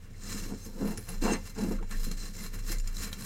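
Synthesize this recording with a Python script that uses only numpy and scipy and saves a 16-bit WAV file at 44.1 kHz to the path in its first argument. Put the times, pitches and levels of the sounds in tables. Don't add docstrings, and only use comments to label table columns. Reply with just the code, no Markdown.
import sys
import numpy as np
from scipy import signal
from scipy.fft import rfft, irfft
from scipy.io import wavfile
from scipy.ndimage import uniform_filter1d

SR = 44100
rng = np.random.default_rng(int(sys.argv[2]) if len(sys.argv) > 2 else 0)


def materialize(psi):
    bounded = np.clip(np.atleast_2d(psi).T, -1, 1)
    quanta = np.round(bounded * 32767).astype(np.int16)
    wavfile.write(sys.argv[1], SR, quanta)


N = 143325

# time in seconds, then rustle, scratch and sizzle in relative dB.
SQUEEZE_LEVELS = [
    [(0.0, -69, -72, -78), (0.045, -62.5, -60.5, -71), (0.09, -74, -71.5, -84), (0.196, -58, -66.5, -70),
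     (0.31, -40.5, -46.5, -49.5), (0.49, -49.5, -53.5, -55), (0.56, -57, -63, -71)],
    [(0.58, -53, -62, -61), (0.652, -52.5, -61, -55), (0.712, -56.5, -67, -61.5), (0.828, -52, -54.5, -58),
     (0.916, -49.5, -50.5, -49.5), (0.96, -54, -59.5, -70)],
    [(1.0, -61, -59.5, -58), (1.048, -57.5, -64.5, -59.5), (1.078, -54, -56, -57), (1.094, -46, -49.5, -48),
     (1.174, -55, -57, -61.5), (1.2, -59, -62, -62)],
    [(1.215, -50.5, -55, -59), (1.24, -39, -42, -45.5), (1.3, -44.5, -40.5, -57), (1.325, -40, -44.5, -55),
     (1.35, -51, -41, -62), (1.382, -55, -56, -64), (1.506, -51.5, -57, -56.5), (1.53, -70, -71, -72)],
    [(1.55, -54, -63, -63), (1.564, -57, -55, -67), (1.586, -48.5, -52, -58.5), (1.714, -51.5, -53.5, -52),
     (1.82, -67.5, -63.5, -84), (1.885, -62.5, -69, -73)],
    [(1.9, -57, -57, -55), (1.916, -47, -44.5, -55), (1.99, -52.5, -58, -54.5), (2.07, -45, -51.5, -48),
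     (2.105, -53.5, -55, -61), (2.21, -49, -57.5, -60), (2.237, -43.5, -47.5, -54), (2.33, -55.5, -63, -62)],
    [(2.35, -48.5, -56, -57), (2.375, -44.5, -52.5, -50.5), (2.45, -48.5, -51.5, -51),
     (2.51, -62.5, -65.5, -69), (2.54, -48, -49, -50.5), (2.62, -57, -60.5, -64)],
    [(2.64, -47.5, -56.5, -54.5), (2.726, -41, -45, -43), (2.764, -51, -52.5, -62), (2.804, -66, -64, -54),
     (2.83, -57.5, -72, -71), (2.86, -57.5, -59, -65)],
    [(2.9, -56.5, -56.5, -61), (2.934, -61, -61, -65), (2.948, -48, -57, -56), (3.034, -39.5, -45, -45),
     (3.1, -54.5, -51, -58), (3.12, -58, -54, -55)],
    [(3.145, -55, -60, -63), (3.179, -54, -55, -58), (3.2, -46, -51.5, -47), (3.217, -50.5, -53, -56),
     (3.25, -44.5, -50.5, -44.5)],
]
# frequency in Hz, width in Hz, lift in dB.
WOOL_RESONANCES = [(1766, 230, 6.5), (2087, 13, 9), (2277, 38, 9), (2733, 59, 11), (4110, 33, 13.5),
                   (4376, 51, 10.5), (5536, 77, 9), (6203, 33, 9), (6364, 30, 8.5), (7115, 60, 11.5),
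                   (7760, 80, 11), (8140, 83, 7), (9320, 120, 11), (10810, 60, 13), (11550, 110, 8),
                   (12800, 70, 3)]
HOLDER_RESONANCES = [(169, 15.3, 7.5), (208, 19.5, 12.5), (277.7, 17, 7.5), (348.3, 38, 8), (427.5, 20, 6),
                     (473, 36, 8.5), (525, 13.4, 10), (660, 18.6, 13.5), (720, 37, 9.5), (807, 13, 2.5),
                     (832, 10, 13), (922, 25, 16.5), (1013, 23, 10)]
# frequency in Hz, relative level in dB.
RUSTLE_COLOUR = [(1800, -33.5), (3000, -16), (3800, -7), (4900, -5.5), (6000, -3), (7600, -1), (9600, -6.5),
                 (12000, -28.5)]
SCRATCH_COLOUR = [(300, -26), (700, -8), (1100, 5.5), (1800, 2), (2400, -1.5), (3200, -5.5), (4500, -20),
                  (9000, -71.5)]
SIZZLE_COLOUR = [(6000, -30.5), (8800, 5.5), (11000, 0), (12200, 4), (13500, 0.5), (15000, 2.5),
                 (16000, -7.5)]
JUDDER_COLOUR = [(60, -19.5), (130, -14), (200, 1.5), (350, -0.5), (500, -7.5), (580, -16.5), (900, -30),
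                 (2500, -55.5)]


def wool(coil_rise_db_per_s=0.94):
    # frequency in Hz, width in Hz, lift in dB.
    coil_resonances = [(3994, 79, 15), (4162, 55, 24.5)]
    # frequency in Hz, relative level in dB.
    coil_colour = [(2800, -45), (4130, 5), (5400, -41)]
    rumble_colour = [(40, -15.5), (90, 7.5), (130, 3), (180, 0), (300, -8.5), (500, -13), (900, -34),
                     (3000, -32)]
    rows = np.concatenate(SQUEEZE_LEVELS)
    rustle_db, scratch_db, sizzle_db = curve(rows, 1), curve(rows, 2), curve(rows, 3)
    grains = unit(slips(per_s=9000, spread_db=3) * clumps())
    rustle = body(grains * undb(rustle_db - 1.5), RUSTLE_COLOUR, WOOL_RESONANCES)
    scratch = body(grains * undb(scratch_db - 0.5), SCRATCH_COLOUR, WOOL_RESONANCES)
    sizzle = body(grains * undb(sizzle_db - 1), SIZZLE_COLOUR, WOOL_RESONANCES)
    coil_db = rustle_db - 10 + coil_rise_db_per_s * np.arange(N) / SR
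    coil = body(grains * undb(coil_db), coil_colour, coil_resonances)
    push = unit(undb(0.64 * scratch_db))
    rumble = body(push * rng.standard_normal(N), rumble_colour, HOLDER_RESONANCES)
    return rustle + scratch + sizzle + coil + undb(-48.5) * rumble


def slips(per_s, spread_db):
    fires = rng.random(N) < per_s / SR
    size = np.minimum(rng.exponential(size=N), 5)
    sign = rng.choice([-1, 1], N)
    return unit(fires * sign * undb(spread_db * size))


def clumps(decay_s=0.0093, floor=0.66):
    starts = np.abs(slips(per_s=260, spread_db=3))
    avalanches = signal.lfilter([1], [1, -np.exp(-1 / (decay_s * SR))], starts)
    return unit(floor + unit(avalanches))


def snaps(chatter_decay_s=0.003, ping_decay_s=0.0057, crack_db=5):
    # start in seconds, ring level in dB, shell knock in dB re ring, strand pitch in Hz,
    # ping in dB re ring.
    releases = [(0.2355, -46, -8, 7230, 2), (.9745, -38.5, -4.5, 10800, -2), (.979, -40.5, -6, 10800, 1),
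                (1.0895, -42, -11, 10800, 1), (1.22, -43.5, -10, 4170, 7), (1.2393, -37, -9, 7100, -6),
                (1.828, -54.5, 7, 2220, -6), (1.9109, -41, 0, 4110, -2), (2.1147, -34.5, -9.5, 4220, -2),
                (2.366, -41.5, -11, 7040, -2), (2.4634, -41.5, -2, 4170, -5),
                (2.7184, -31.5, -7.5, 7260, 0), (2.7842, -39, -20, 7130, -3), (2.799, -41.5, -6.5, 7140, 1),
                (2.8746, -35, -14.5, 7100, -3.5), (2.968, -38.5, -9, 4000, 1.5),
                (3.129, -35, -14, 3970, -3), (3.222, -39, -2, 4130, -1)]
    ring, knock, ping = np.zeros((3, N))
    chatter = rng.standard_normal(N)
    for start_s, db, knock_db, hz, ping_db in releases:
        at, t = window(start_s, 10 * ping_decay_s)
        burst = chatter[at] * np.exp(-t / chatter_decay_s)
        burst[0] = undb(crack_db)
        ring[at] += undb(db) * burst
        knock[at] += undb(db + knock_db) * burst
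        ping[at] += undb(db + ping_db) * np.sin(2 * np.pi * hz * t) * np.exp(-t / ping_decay_s)
    rustle = body(ring, RUSTLE_COLOUR, WOOL_RESONANCES)
    sizzle = undb(-7) * body(ring, SIZZLE_COLOUR, WOOL_RESONANCES)
    return ping + rustle + sizzle + body(knock, SCRATCH_COLOUR, WOOL_RESONANCES)


def curls(x, count=70, low_hz=4555, high_hz=14780, width_hz=123, ring_db=-7):
    t = np.arange(SR // 6) / SR
    ring = np.zeros(len(t))
    for k, (place, phase, size) in enumerate(rng.random((count, 3))):
        hz = low_hz + (high_hz - low_hz) * (k + place) / count
        ring += size * np.cos(2 * np.pi * (hz * t + phase))
    ring *= np.exp(-np.pi * width_hz * t)
    return x + undb(ring_db) * signal.fftconvolve(x, ring / np.linalg.norm(ring))[:N]


def plucks(per_s=82, low_hz=5210, high_hz=12960, decay_s=0.0033, click_db=11.5, spread_db=2):
    out = np.zeros(N)
    rustle_db = curve(np.concatenate(SQUEEZE_LEVELS), 1)
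    for when, place, weakness in rng.random((int(per_s * N / SR), 3)):
        at, t = window(when * N / SR, 10 * decay_s)
        hz = low_hz * (high_hz / low_hz) ** place
        tick = np.sin(2 * np.pi * hz * t) * np.exp(-t / decay_s) * low_hz / hz
        tick[0] += undb(click_db)
        db = rustle_db[at.start] - 4.5 - spread_db * np.log(weakness + 0.05)
        out[at] += undb(db) * tick
    return out


def strands():
    # start in seconds, length in seconds, pitch in Hz, level in dB.
    drags = [(.6, 0.081, 6320, -55), (1.255, 0.09, 2740, -45), (1.308, 0.05, 6370, -41.5),
             (1.312, 0.049, 8450, -47.5), (1.33, .032, 4140, -43.5), (2.36, 0.065, 2085, -55),
             (2.715, 0.092, 2055, -61), (3.185, .065, 10850, -60)]
    return friction_tones(drags, width_hz=70)


def flick(start_s=3.1298):
    # frequency in Hz, relative level in dB, decay in seconds.
    rim_modes = [(2370, -12, .004), (3220, -6.5, 0.0026), (3900, 2, 0.0021)]
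    out = np.zeros(N)
    at, t = window(start_s, 0.05)
    for hz, db, decay_s in rim_modes:
        out[at] += undb(db - 30) * np.sin(2 * np.pi * hz * t) * np.exp(-t / decay_s)
    return out


def holder():
    # time in seconds, then judder and rasp in relative dB.
    shoves = [
        [(0.22, -48, -81), (0.238, -55, -65.5), (0.474, -50.5, -62), (0.516, -39, -49), (0.576, -53.5, -70),
         (0.61, -75, -86)],
        [(0.63, -89, -74), (0.662, -46, -64), (0.72, -58.5, -66), (0.794, -41, -54), (0.824, -31.5, -44.5),
         (0.91, -39, -48.5), (0.97, -54, -63)],
        [(1.06, -71, -70), (1.078, -60, -62), (1.1, -71, -46.5), (1.128, -67, -92), (1.14, -63, -56),
         (1.19, -74, -80)],
        [(1.205, -64, -66), (1.223, -31.5, -47), (1.243, -28.5, -37), (1.283, -33.5, -33), (1.321, -29, -41),
         (1.4, -54, -57)],
        [(1.555, -62, -63), (1.563, -53, -53), (1.581, -35.5, -47.5), (1.613, -35, -44.5), (1.657, -35, -49.5),
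         (1.675, -38, -57)],
        [(1.675, -38, -54), (1.721, -31, -45), (1.787, -58, -82), (1.809, -40, -66), (1.833, -54, -56),
         (1.86, -58, -82)],
    ]
    # frequency in Hz, relative level in dB.
    rasp_colour = [(250, -24.5), (570, -7), (650, 4), (950, 3), (1200, 6), (1600, 2), (3000, -31),
                   (8000, -60)]
    t = np.arange(N) / SR
    judder_gain, rasp_gain = np.zeros((2, N))
    for rows in shoves:
        moving = (t > rows[0][0]) & (t < rows[-1][0])
        gate = uniform_filter1d(moving.astype(float), size=400)
        judder_gain += gate * undb(curve(rows, 1) + 1)
        rasp_gain += gate * undb(curve(rows, 2) + 0.5)
    jerks = slips(per_s=700, spread_db=1.9)
    jerks /= np.sqrt(uniform_filter1d(jerks ** 2, size=1200) + 0.01)
    judder = body(jerks * judder_gain, JUDDER_COLOUR, HOLDER_RESONANCES)
    rasp = body(jerks * rasp_gain, rasp_colour, HOLDER_RESONANCES)
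    return judder + rasp


def bumps(rise_s=0.0006, decay_s=0.019):
    # start in seconds, relative level in dB, thud pitch in Hz.
    touches = [(.104, -50, 138), (0.344, -44.5, 288), (0.459, -42, 112), (0.534, -39.5, 116),
               (0.813, -34, 199), (0.982, -38.5, 111), (1.085, -40, 110), (1.126, -45, 131),
               (2.066, -42.5, 219), (2.109, -41.5, 185), (2.448, -45.5, 107), (2.7, -45, 333),
               (3.04, -42.5, 207), (3.201, -44.5, 116)]
    thud, scuff_gain = np.zeros((2, N))
    for start_s, db, hz in touches:
        at, t = window(start_s, 10 * decay_s)
        push = undb(db) * (1 - np.exp(-t / rise_s)) * np.exp(-t / decay_s)
        thud[at] += 2 * push * np.sin(2 * np.pi * hz * t)
        scuff_gain[at] += push
    scuff = body(scuff_gain * rng.standard_normal(N), JUDDER_COLOUR, HOLDER_RESONANCES)
    return thud + undb(-3.5) * scuff


def squeaks():
    # start in seconds, length in seconds, pitch in Hz, level in dB.
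    rubs = [(.135, 0.026, 1980, -59), (1.78, 0.027, 1307, -53), (1.822, .018, 963, -53),
            (1.905, 0.062, 1780, -49)]
    return friction_tones(rubs, width_hz=240)


def low_wobble():
    # time in seconds, relative level in dB.
    wobble_levels = [(0.0, -47.5), (0.46, -34), (0.6, -45.5), (0.89, -33), (1.04, -46), (1.22, -26),
                     (1.49, -44), (1.78, -28.5), (1.91, -34.5), (1.98, -25), (2.36, -40), (2.82, -26.5),
                     (3.25, -45.5)]
    return undb(curve(wobble_levels, 1) - 1.5) * wavering_tone(hz=26.64, wander=0.084, turns_per_s=14)


def room(x, t60_s=0.085, gap_s=0.003, tail_db=-9.5):
    t = np.arange(SR // 2) / SR
    tail = rng.standard_normal(len(t)) * np.exp(-np.log(1000) * t / t60_s) * (t > gap_s)
    return x + undb(tail_db) * signal.fftconvolve(x, tail / np.linalg.norm(tail))[:N]


def background(hum_db=-54.5, hum_spread_db=2, air_db=-51.5):
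    # frequency in Hz, relative level in dB.
    air_colour = [(24, -46), (40, -12.5), (103, 5.5), (173, -21.5), (313, -19), (659, -28.5), (2280, -29.5),
                  (3740, -36), (15000, -43.5)]
    hum_gain = undb(hum_db + hum_spread_db * drift(turns_per_s=9))
    hum = hum_gain * wavering_tone(hz=91, wander=0.061, turns_per_s=17)
    return hum + undb(air_db) * body(rng.standard_normal(N), air_colour)


def friction_tones(rows, width_hz):
    out = np.zeros(N)
    in_phase, quadrature = drift(2 * width_hz), drift(2 * width_hz)
    for start_s, length_s, hz, db in rows:
        at, t = window(start_s, length_s)
        phase = 2 * np.pi * hz * t
        band = in_phase[at] * np.sin(phase) + quadrature[at] * np.cos(phase)
        out[at] += undb(db) * np.sin(np.pi * t / length_s) * band
    return out


def wavering_tone(hz, wander, turns_per_s):
    pitch_hz = hz * (1 + wander * drift(turns_per_s))
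    return np.sqrt(2) * np.sin(2 * np.pi * np.cumsum(pitch_hz) / SR)


def body(x, colour, resonances=(), size=16384):
    f = np.arange(size // 2 + 1) * SR / size
    colour = np.array(colour)
    db = np.interp(np.log(f + 1), np.log(colour[:, 0]), colour[:, 1])
    for hz, width_hz, lift_db in resonances:
        db += 10 * np.log10(1 + (undb(lift_db) ** 2 - 1) / (1 + (2 * (f - hz) / width_hz) ** 2))
    cepstrum = irfft(np.log(unit(undb(db))))
    cepstrum[1:size // 2] *= 2
    cepstrum[size // 2 + 1:] = 0
    response = irfft(np.exp(rfft(cepstrum)))[:size // 2]
    return signal.oaconvolve(x, response)[:N]


def drift(turns_per_s, count=8192):
    return unit(np.interp(np.arange(N) * turns_per_s / SR, np.arange(count), rng.standard_normal(count)))


def curve(rows, col):
    rows = np.array(rows)
    return np.interp(np.arange(N) / SR, rows[:, 0], rows[:, col])


def window(start_s, length_s):
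    start = int(start_s * SR)
    stop = min(start + int(length_s * SR), N)
    return slice(start, stop), np.arange(stop - start) / SR


def undb(db):
    return 10 ** (np.asarray(db) / 20)


def unit(x):
    return x / np.sqrt(np.mean(x ** 2))


def scene():
    brass = curls(wool() + snaps()) + plucks() + strands()
    plastic = holder() + bumps() + flick() + squeaks()
    return (room(brass + plastic) + low_wobble() + background())[None]


def record(dry, top_hz=15850):
    return signal.sosfilt(signal.ellip(10, 0.2, 80, top_hz, fs=SR, output="sos"), dry)


dry = scene()
out = record(dry)
materialize(out)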